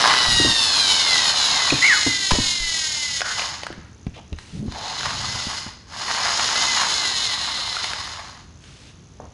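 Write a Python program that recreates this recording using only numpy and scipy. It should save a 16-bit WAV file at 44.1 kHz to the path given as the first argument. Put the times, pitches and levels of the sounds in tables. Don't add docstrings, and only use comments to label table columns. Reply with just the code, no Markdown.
import sys
import numpy as np
from scipy import signal
from scipy.fft import rfft, irfft
from scipy.io import wavfile
from scipy.ndimage import uniform_filter1d

SR = 44100
rng = np.random.default_rng(int(sys.argv[2]) if len(sys.argv) > 2 else 0)


def log_audio(samples):
    frames = np.atleast_2d(samples).T
    limited = np.clip(frames, -1, 1)
    pcm = np.round(limited * 32767).astype(np.int16)
    wavfile.write(sys.argv[1], SR, pcm)


N = 411453
TIME = np.arange(N) / SR
BINS = np.fft.rfftfreq(4096, 1 / SR)

# t/s, pinion teeth meshing per second
LIFTED_SPIN = [(0.12, 1002), (0.45, 939.2), (0.65, 884.7), (0.88, 766.5), (1.01, 735.7), (1.16, 658.6),
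               (1.8, 446.1), (2.63, 338.8), (3.26, 265.8), (3.38, 250.4)]
NUDGED_SPIN = [(5.22, 221), (5.33, 227), (5.55, 212)]
RELEASED_SPIN = [(6.5, 477.8), (6.59, 517.3), (6.682, 512.1), (6.744, 496.1), (6.866, 442.6),
                 (6.926, 438.9), (7.12, 381.6), (7.234, 363.9), (7.312, 329.3), (7.502, 304.9),
                 (7.606, 268.0), (7.7, 256.0)]
# push begins t/s, standstill t/s, level before the speed law/dB, extra rattle at the start/dB
RUNS = [(-0.25, 3.72, -15.5, 1.5), (4.63, 5.79, -15.5, 7.5), (5.85, 8.5, -16.5, 2)]
# t/s, level/dB
LOAD = [(0.1, 0), (0.24, -5.5), (0.33, -15.5), (0.6, -16), (0.72, -12.5), (1.6, -6.5), (2.3, -23),
        (3.18, -20), (3.45, -2.5), (4.8, -5), (5.15, -4.5), (5.45, -8.5), (6.1, -1.5), (6.55, -3),
        (6.7, -8.5), (7.3, -10), (7.75, -6.5), (8.3, 1.5)]
# f/Hz, level/dB
BODY_COLOUR = [(100, -24.5), (500, -21), (900, -20.5), (1300, -17.5), (2500, -9), (3500, -3), (5000, -4),
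               (6000, -7.5), (7300, -8), (8500, -13), (10000, -15), (11000, -23)]
# f/Hz, width/Hz, boost/dB
BODY_MODES = [(893, 110, 8.3), (1573, 110, 8.7), (2021, 272, 19.9), (2994, 270, 6.6), (3608, 190, 4.4),
              (4283, 320, 7), (5040, 430, 6.7), (10660, 290, 15)]
# f/Hz, level/dB
RATTLE_COLOUR = [(300, 11), (1500, 6), (2050, -17.5), (2600, -0.5), (3700, -2.5), (5000, 0.5), (5900, 1),
                 (6700, -5), (8500, -7.5), (10000, -6)]
# t/s, top ring level/dB, middle ring level/dB
RING_LEVELS = [(0, -5, 1), (0.3, -1.5, 5), (1.55, 11, 6), (1.9, 12.5, 4), (2.6, 11, 3), (2.85, 13.5, -6),
               (3.6, 12.5, -11), (4.9, 11.5, 8), (5.9, 8, -23), (6.7, 14.5, 2), (7.3, 8, 8), (7.7, 4, 7.5),
               (8.2, 11, -2)]
# f/Hz, level/dB
WHEEL_COLOUR = [(60, -32), (200, -14), (450, -23.5), (650, -5), (830, 1), (950, 1.5), (1130, 3), (1400, -7),
                (1700, -2), (2400, -8), (5000, -29.5)]
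# t/s, boost/dB
JOINTS = [(5.07, 7.5), (6.82, 12), (7.46, 0.5)]
# f/Hz, relative density level/dB per Hz
HUSH_COLOUR = [(25, -23), (50, -4.5), (80, 0.5), (170, -7), (300, -14), (600, -24), (1200, -26),
               (2200, -30.5), (6500, -32), (8000, -47), (11000, -42)]
# start t/s, length/s, rms level/dB, centre f/Hz, width/Hz
SCUFFS = [(0.24, 0.32, -34, 95, 170), (2.328, 0.039, -35, 510, 600), (3.236, 0.096, -34.5, 1480, 394),
          (3.66, 0.25, -57.5, 1450, 1200), (4.134, 0.067, -51, 2800, 1610), (4.156, 0.051, -48.5, 760, 600),
          (4.353, 0.27, -52, 2940, 4940), (4.52, 0.175, -32, 180, 96), (4.727, 0.24, -39, 830, 250),
          (4.954, 0.5, -39.5, 129, 70), (8.582, 0.37, -53, 3400, 4140), (9.192, 0.078, -48.5, 400, 800)]
# t/s, peak level/dB, middle f/Hz, t60/s
BUMPS = [(0.281, -23, 35, 0.18), (0.398, -11.5, 317, 0.052), (0.446, -12.5, 315, 0.12),
         (1.722, -11, 306, 0.062), (2.064, -13, 286, 0.067), (2.319, -7.5, 120, 0.011),
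         (2.323, -15, 25, 0.15), (2.385, -10, 250, 0.031), (2.602, -24.5, 40, 0.15),
         (3.703, -23.5, 327, 0.018), (3.776, -29, 190, 0.14), (4.067, -14.5, 129, 0.023),
         (4.323, -21, 85, 0.071), (4.681, -18, 90, 0.023), (5.469, -19, 186, 0.016),
         (5.662, -26, 210, 0.03)]
# t/s, peak level/dB, main ring f/Hz, ring over snap/dB
CLACKS = [(1.703, -8, 2400, 32), (2.308, -5, 1500, 3), (2.311, -8.5, 1000, 22), (2.316, -5, 2200, 7),
          (3.207, -10.5, 2500, 7), (3.2169, -8.5, 1540, 23), (3.395, -9, 2970, 15), (3.42, -13, 2600, 13),
          (3.634, -14, 2420, 4), (3.667, -14.5, 1370, 19), (3.727, -23.5, 1610, 18),
          (4.067, -30.5, 2100, 13), (4.329, -25.5, 2010, 9.5), (4.387, -23.5, 1700, 9),
          (4.722, -23.5, 816, 15), (5.009, -19, 1700, 14), (5.243, -20, 1210, 27), (7.767, -14, 1400, 20),
          (7.843, -8, 2000, 10), (7.934, -11, 1520, 14), (8.64, -34, 2830, 11)]
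# f/Hz, level/dB
SNAP_COLOUR = [(100, -27), (600, 5), (1200, 0), (4500, 2.5), (6500, -6), (8500, -15), (11000, -14.5)]
# t/s, peak level/dB, f/Hz, width setting/Hz
KNOCKS = [(9.201, -24.5, 680, 332)]
# f/Hz, t60/s
ROOM_DECAY = [(200, 0.45), (1500, 0.73), (5000, 0.68), (11000, 0.33)]

TEETH = 8
SPEED_POWER, KNEE_HZ = 1.413, 600
RATTLE_DB, RATTLE_PER_LOAD = 5, 0.59
SCATTER_MS, BACKLASH = 0.0085, 0.0021
SPREAD_MS = 5.0
TOP_RING, MIDDLE_RING = (6700, 330), (4043, 300)  # f/Hz, width/Hz
LANDING_S, JUMP_S, JUMP_DB = 3.228, 0.019, -24
JOINT_S = 0.061
CLATTER_PER_S, CLATTER_DB, CLATTER_SPREAD_DB = 45, 21, 4
CLATTER_RING = (1350, 600, 14)  # f/Hz, width/Hz, boost/dB
HUSH_DB, MAINS_HZ = -46, 60.3
REBOUND_S, REBOUND_DB, REBOUND_RATIO = 0.011, -8.5, 0.48
SHARP_DB = 16
SQUEAK_S, SQUEAK_DB, SQUEAK_TOP_HZ = 1.815, -14.5, 2226
CLIMB_S, CLIMB_HZ_PER_S, SAG_HZ_PER_S = 0.054, 4900, 9200
ATTACK_S, HOLD_S, FADE_DB_PER_S = 0.012, 0.12, 379
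EDGE_HZ = 10950


def amp(db):
    return 10 ** (np.asarray(db) / 20)


def evened(x):
    return x / np.sqrt(np.mean(x ** 2) + 1e-20)


def curves(rows, t=TIME):
    s, *columns = np.transpose(rows)
    return [np.interp(t, s, c) for c in columns]


def read(points, hz=BINS):
    f, value = np.transpose(points)
    return np.interp(np.log(hz + 1), np.log(f + 1), value)


def peak(hz, width):
    return 1 / (1 + (2 * (BINS - hz) / width) ** 2)


def swell(s, length):
    return np.exp(-((TIME - s) / length) ** 2)


def response(db):
    log_gain = np.log(amp(np.r_[db, db[-2:0:-1]]))
    spectrum = np.exp(np.conj(signal.hilbert(log_gain)))
    return irfft(spectrum[:len(db)])


def colour(x, db):
    return signal.oaconvolve(x, response(db))[:N]


def drift(rate_hz):
    low_pass = np.exp(-(np.fft.rfftfreq(N, 1 / SR) / rate_hz) ** 2)
    return evened(irfft(rfft(rng.standard_normal(N)) * low_pass, N))


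def steady(x, size=3500):
    power = uniform_filter1d(uniform_filter1d(x ** 2, size), size)
    return x / np.sqrt(abs(power) + 0.11 * np.mean(x ** 2))


def signs_at(rate):
    return (rng.random(N) < rate / SR) * rng.choice([-1, 1], N)


def add(mix, s, sound):
    part = mix[round(s * SR):][:len(sound)]
    part += sound[:len(part)]


def clicks(at, size):
    near = np.floor(at)[:, None].astype(int) + np.arange(-7, 9)
    gap = near - at[:, None]
    shape = np.sinc(gap) * np.sinc(gap / 8)
    return np.bincount(np.clip(near, 0, N - 1).ravel(), (size[:, None] * shape).ravel(), N)


def motion():
    mesh_hz, gain = np.zeros(N), np.zeros(N)
    for (start, stop, db, _), spin in zip(RUNS, (LIFTED_SPIN, NUDGED_SPIN, RELEASED_SPIN)):
        wind_up = 1 - np.interp(TIME, [start, spin[0][0]], [1, 0]) ** 2
        brake = np.interp(TIME, [spin[-1][0], stop], [1, 0])
        hz = curves(spin)[0] * wind_up * brake
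        mesh_hz += hz
        gain += amp(db) * (hz / np.hypot(hz, KNEE_HZ)) ** SPEED_POWER
    return mesh_hz, gain


def play(mesh_hz):
    rattle_db = RATTLE_DB + RATTLE_PER_LOAD * curves(LOAD)[0]
    for start, stop, _, extra_db in RUNS:
        rattle_db = rattle_db + np.interp(TIME, [start, stop], [extra_db, 0], left=0)
    return rattle_db, SCATTER_MS + 10 ** 3 * BACKLASH * amp(rattle_db) ** 2 / (mesh_hz + 20)


def disperse(x):
    hz = np.fft.rfftfreq(N, 1 / SR)
    return irfft(rfft(x) * np.exp(-4j * np.pi * SPREAD_MS * np.sqrt(hz / 10 ** 3)), N)


def gears(wobble_db=1.5, tooth_db=-0.5, chance_db=0.15, runout_ms=0.01, rattle_wobble_db=4.5,
          bounce_db=3.0, bounces_per_tooth=4, tick_db=-10.0, tick_hz=5100, tick_width=500,
          flutter_db=1.25, level_db=-3.0):
    mesh_hz, gain = motion()
    rattle_db, scatter_ms = play(mesh_hz)
    teeth = np.cumsum(mesh_hz) / SR
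    chance = rng.standard_normal((6000, 2))
    tooth = np.arange(1, int(teeth[-1]))
    at = np.interp(tooth, teeth, np.arange(N))

    angle = 2 * np.pi * tooth / TEETH
    delay_ms = runout_ms * np.sin(angle) + chance[tooth, 0] * scatter_ms[at.astype(int)]
    at = at + delay_ms * SR / 1000
    size = amp(wobble_db * np.cos(angle) + tooth_db * np.cos(2 * angle) + chance_db * chance[tooth, 1])
    body_db = read(BODY_COLOUR) + sum(db * peak(hz, width) for hz, width, db in BODY_MODES)
    mesh = steady(disperse(colour(clicks(at, size), body_db)))

    shake_db = rattle_wobble_db * mesh_hz / mesh_hz.max()
    turn_db = shake_db * np.cos(2 * np.pi * teeth / TEETH)
    bounces = signs_at(bounces_per_tooth * mesh_hz + 1800)
    bounces = bounces * amp(bounce_db * np.clip(rng.standard_normal(N), -2, 2) + turn_db)
    rattle = steady(colour(bounces, body_db + read(RATTLE_COLOUR)))

    taps = clicks(at, size * (tooth % TEETH == 0))
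    ticks = steady(colour(taps, 20 * np.log10(peak(tick_hz, tick_width) + 0.00033)))

    whir = mesh + amp(tick_db) * ticks + amp(rattle_db) * rattle
    whir = whir / np.sqrt(1 + amp(rattle_db) ** 2)
    top_db, middle_db = curves(RING_LEVELS)
    top = amp(top_db) * colour(whir, 10 * np.log10(peak(*TOP_RING)))
    middle = amp(middle_db) * colour(whir, 10 * np.log10(peak(*MIDDLE_RING)))
    sway_db = flutter_db * drift(19) + JUMP_DB * swell(LANDING_S, JUMP_S)
    return (whir + top + middle) * gain * amp(level_db + sway_db)


def rolling():
    joints_db = sum(db * swell(s, JOINT_S) for s, db in JOINTS)
    return motion()[1] * amp(curves(LOAD)[0] + joints_db)


def wheels(grains_per_s=900, grain_db=3, lumpy_db=2.5, level_db=-2):
    sizes_db = grain_db * np.minimum(rng.exponential(1, N), 4)
    grains = signs_at(grains_per_s) * amp(sizes_db)
    rumble = steady(colour(grains, read(WHEEL_COLOUR)))
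    return rumble * rolling() * amp(level_db + lumpy_db * drift(19))


def clatter():
    hz, width, db = CLATTER_RING
    sizes_db = CLATTER_SPREAD_DB * np.clip(rng.standard_normal(N), -2, 1.5)
    jolts = (rng.random(N) < CLATTER_PER_S / SR) * amp(sizes_db)
    ring = response(read(SNAP_COLOUR) + db * peak(hz, width))
    return amp(CLATTER_DB) * signal.oaconvolve(jolts * rolling(), ring / np.linalg.norm(ring))[:N]


def background(buzz_db=-61, buzz_hz=6300, buzz_width=1100):
    hush = amp(HUSH_DB) * evened(colour(rng.standard_normal(N), read(HUSH_COLOUR)))
    cycle = (TIME * MAINS_HZ) % 1
    sparks = np.exp(-cycle / 0.027) + 0.42 * np.exp(-((cycle - .28) % 1) / .04)
    buzz = colour(sparks * rng.standard_normal(N), 20 * np.log10(peak(buzz_hz, buzz_width) + 1e-3))
    return hush + amp(buzz_db) * evened(buzz)


def scuffs(grain_db=1.0, fade=0.34):
    out, friction = np.zeros(N), rng.standard_normal(N) * amp(grain_db * drift(300))
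    for s, length, db, hz, width in SCUFFS:
        stroke = friction[round(s * SR):][:round(length * SR)]
        stroke = stroke * signal.windows.tukey(len(stroke), fade)
        resonance = response(20 * np.log10(peak(hz, 1.5 * width) + 0.0022))
        add(out, s, amp(db) * evened(signal.fftconvolve(stroke, resonance)))
    return out


def thud(db, hz, t60, sag=0.2, rise_s=0.0018, shudder=0.4):
    t = TIME[:SR // 4]
    turns = np.cumsum(hz * (1 + sag * (2 * np.exp(-t / 0.0091) - 1))) / SR
    low_pass = signal.butter(2, 2.02 * hz, fs=SR, output="sos")
    grit = evened(signal.sosfilt(low_pass, rng.standard_normal(len(t))))
    envelope = amp(-60 * t / t60) * (1 - np.exp(-t / rise_s))
    sound = (shudder * grit - np.sin(2 * np.pi * turns)) * envelope
    return amp(db) * sound / abs(sound).max()


def bumps():
    out = np.zeros(N)
    for s, db, hz, t60 in BUMPS:
        add(out, s, thud(db, hz, t60))
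        add(out, s + REBOUND_S, thud(db + REBOUND_DB, hz * REBOUND_RATIO, t60 / REBOUND_RATIO))
    return out


def clacks(chatter=0.29, chatter_s=0.0025):
    out, t = np.zeros(N), TIME[:900]
    for s, db, hz, ring_db in CLACKS:
        width = hz / (1 + abs(ring_db) / SHARP_DB)
        blow = (t == 0) + chatter * rng.standard_normal(len(t)) * np.exp(-t / chatter_s)
        sound = signal.fftconvolve(blow, response(read(SNAP_COLOUR) + ring_db * peak(hz, width)))
        add(out, s, amp(db) * sound / abs(sound).max())
    return out


def squeak(waver=0.034, flutter_db=2, overtone_db=-24, judder=0.24, judder_hz=680):
    t = np.clip(TIME - SQUEAK_S, 0, .5)
    hz = SQUEAK_TOP_HZ - np.maximum(CLIMB_HZ_PER_S * (CLIMB_S - t), SAG_HZ_PER_S * (t - CLIMB_S))
    phase = 2 * np.pi * np.cumsum(hz * (1 + waver * drift(250))) / SR
    db = SQUEAK_DB - FADE_DB_PER_S * np.maximum(t - HOLD_S, 0) + flutter_db * drift(120)
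    whistle = np.sin(phase) + amp(overtone_db) * np.sin(2 * phase)
    whistle = whistle * (1 + judder * np.sin(2 * np.pi * judder_hz * t))
    return np.sqrt(2) * whistle * amp(db) * np.minimum(t / ATTACK_S, 1)


def knock():
    out = np.zeros(N)
    for s, db, hz, width in KNOCKS:
        sound = response(20 * np.log10(peak(hz, 2 * width) ** 1.2 + 1e-4))
        add(out, s, amp(db) * sound / abs(sound).max())
    return out


def room(x):
    count = SR // 2
    taps = rng.choice([-1., 1.], count) * (rng.random(count) < .06) * (TIME[:count] > .004)
    hz, t, bands = signal.stft(taps, SR, nperseg=256)
    decay = amp(-60 * t / read(ROOM_DECAY, hz)[:, None])
    tail = signal.istft(bands * decay, SR, nperseg=256)[1]
    return signal.fftconvolve(x, tail / np.linalg.norm(tail))[:N]


def scene():
    truck = gears() + wheels() + clatter() + scuffs() + clacks()
    thuds, sole, far = bumps(), squeak(), knock()
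    echo = room(amp(-8.5) * truck + amp(-10.5) * sole + amp(-12) * thuds + amp(-7) * far)
    return (truck + sole + thuds + far + echo + background())[None]


def record(dry):
    rounded = dry / (1 + (dry / .85) ** 6) ** (1 / 6)
    low_pass = signal.firwin(601, EDGE_HZ, window=("kaiser", 8), fs=SR)
    return signal.oaconvolve(rounded, low_pass[None], "same")


dry = scene()
out = record(dry)
log_audio(out)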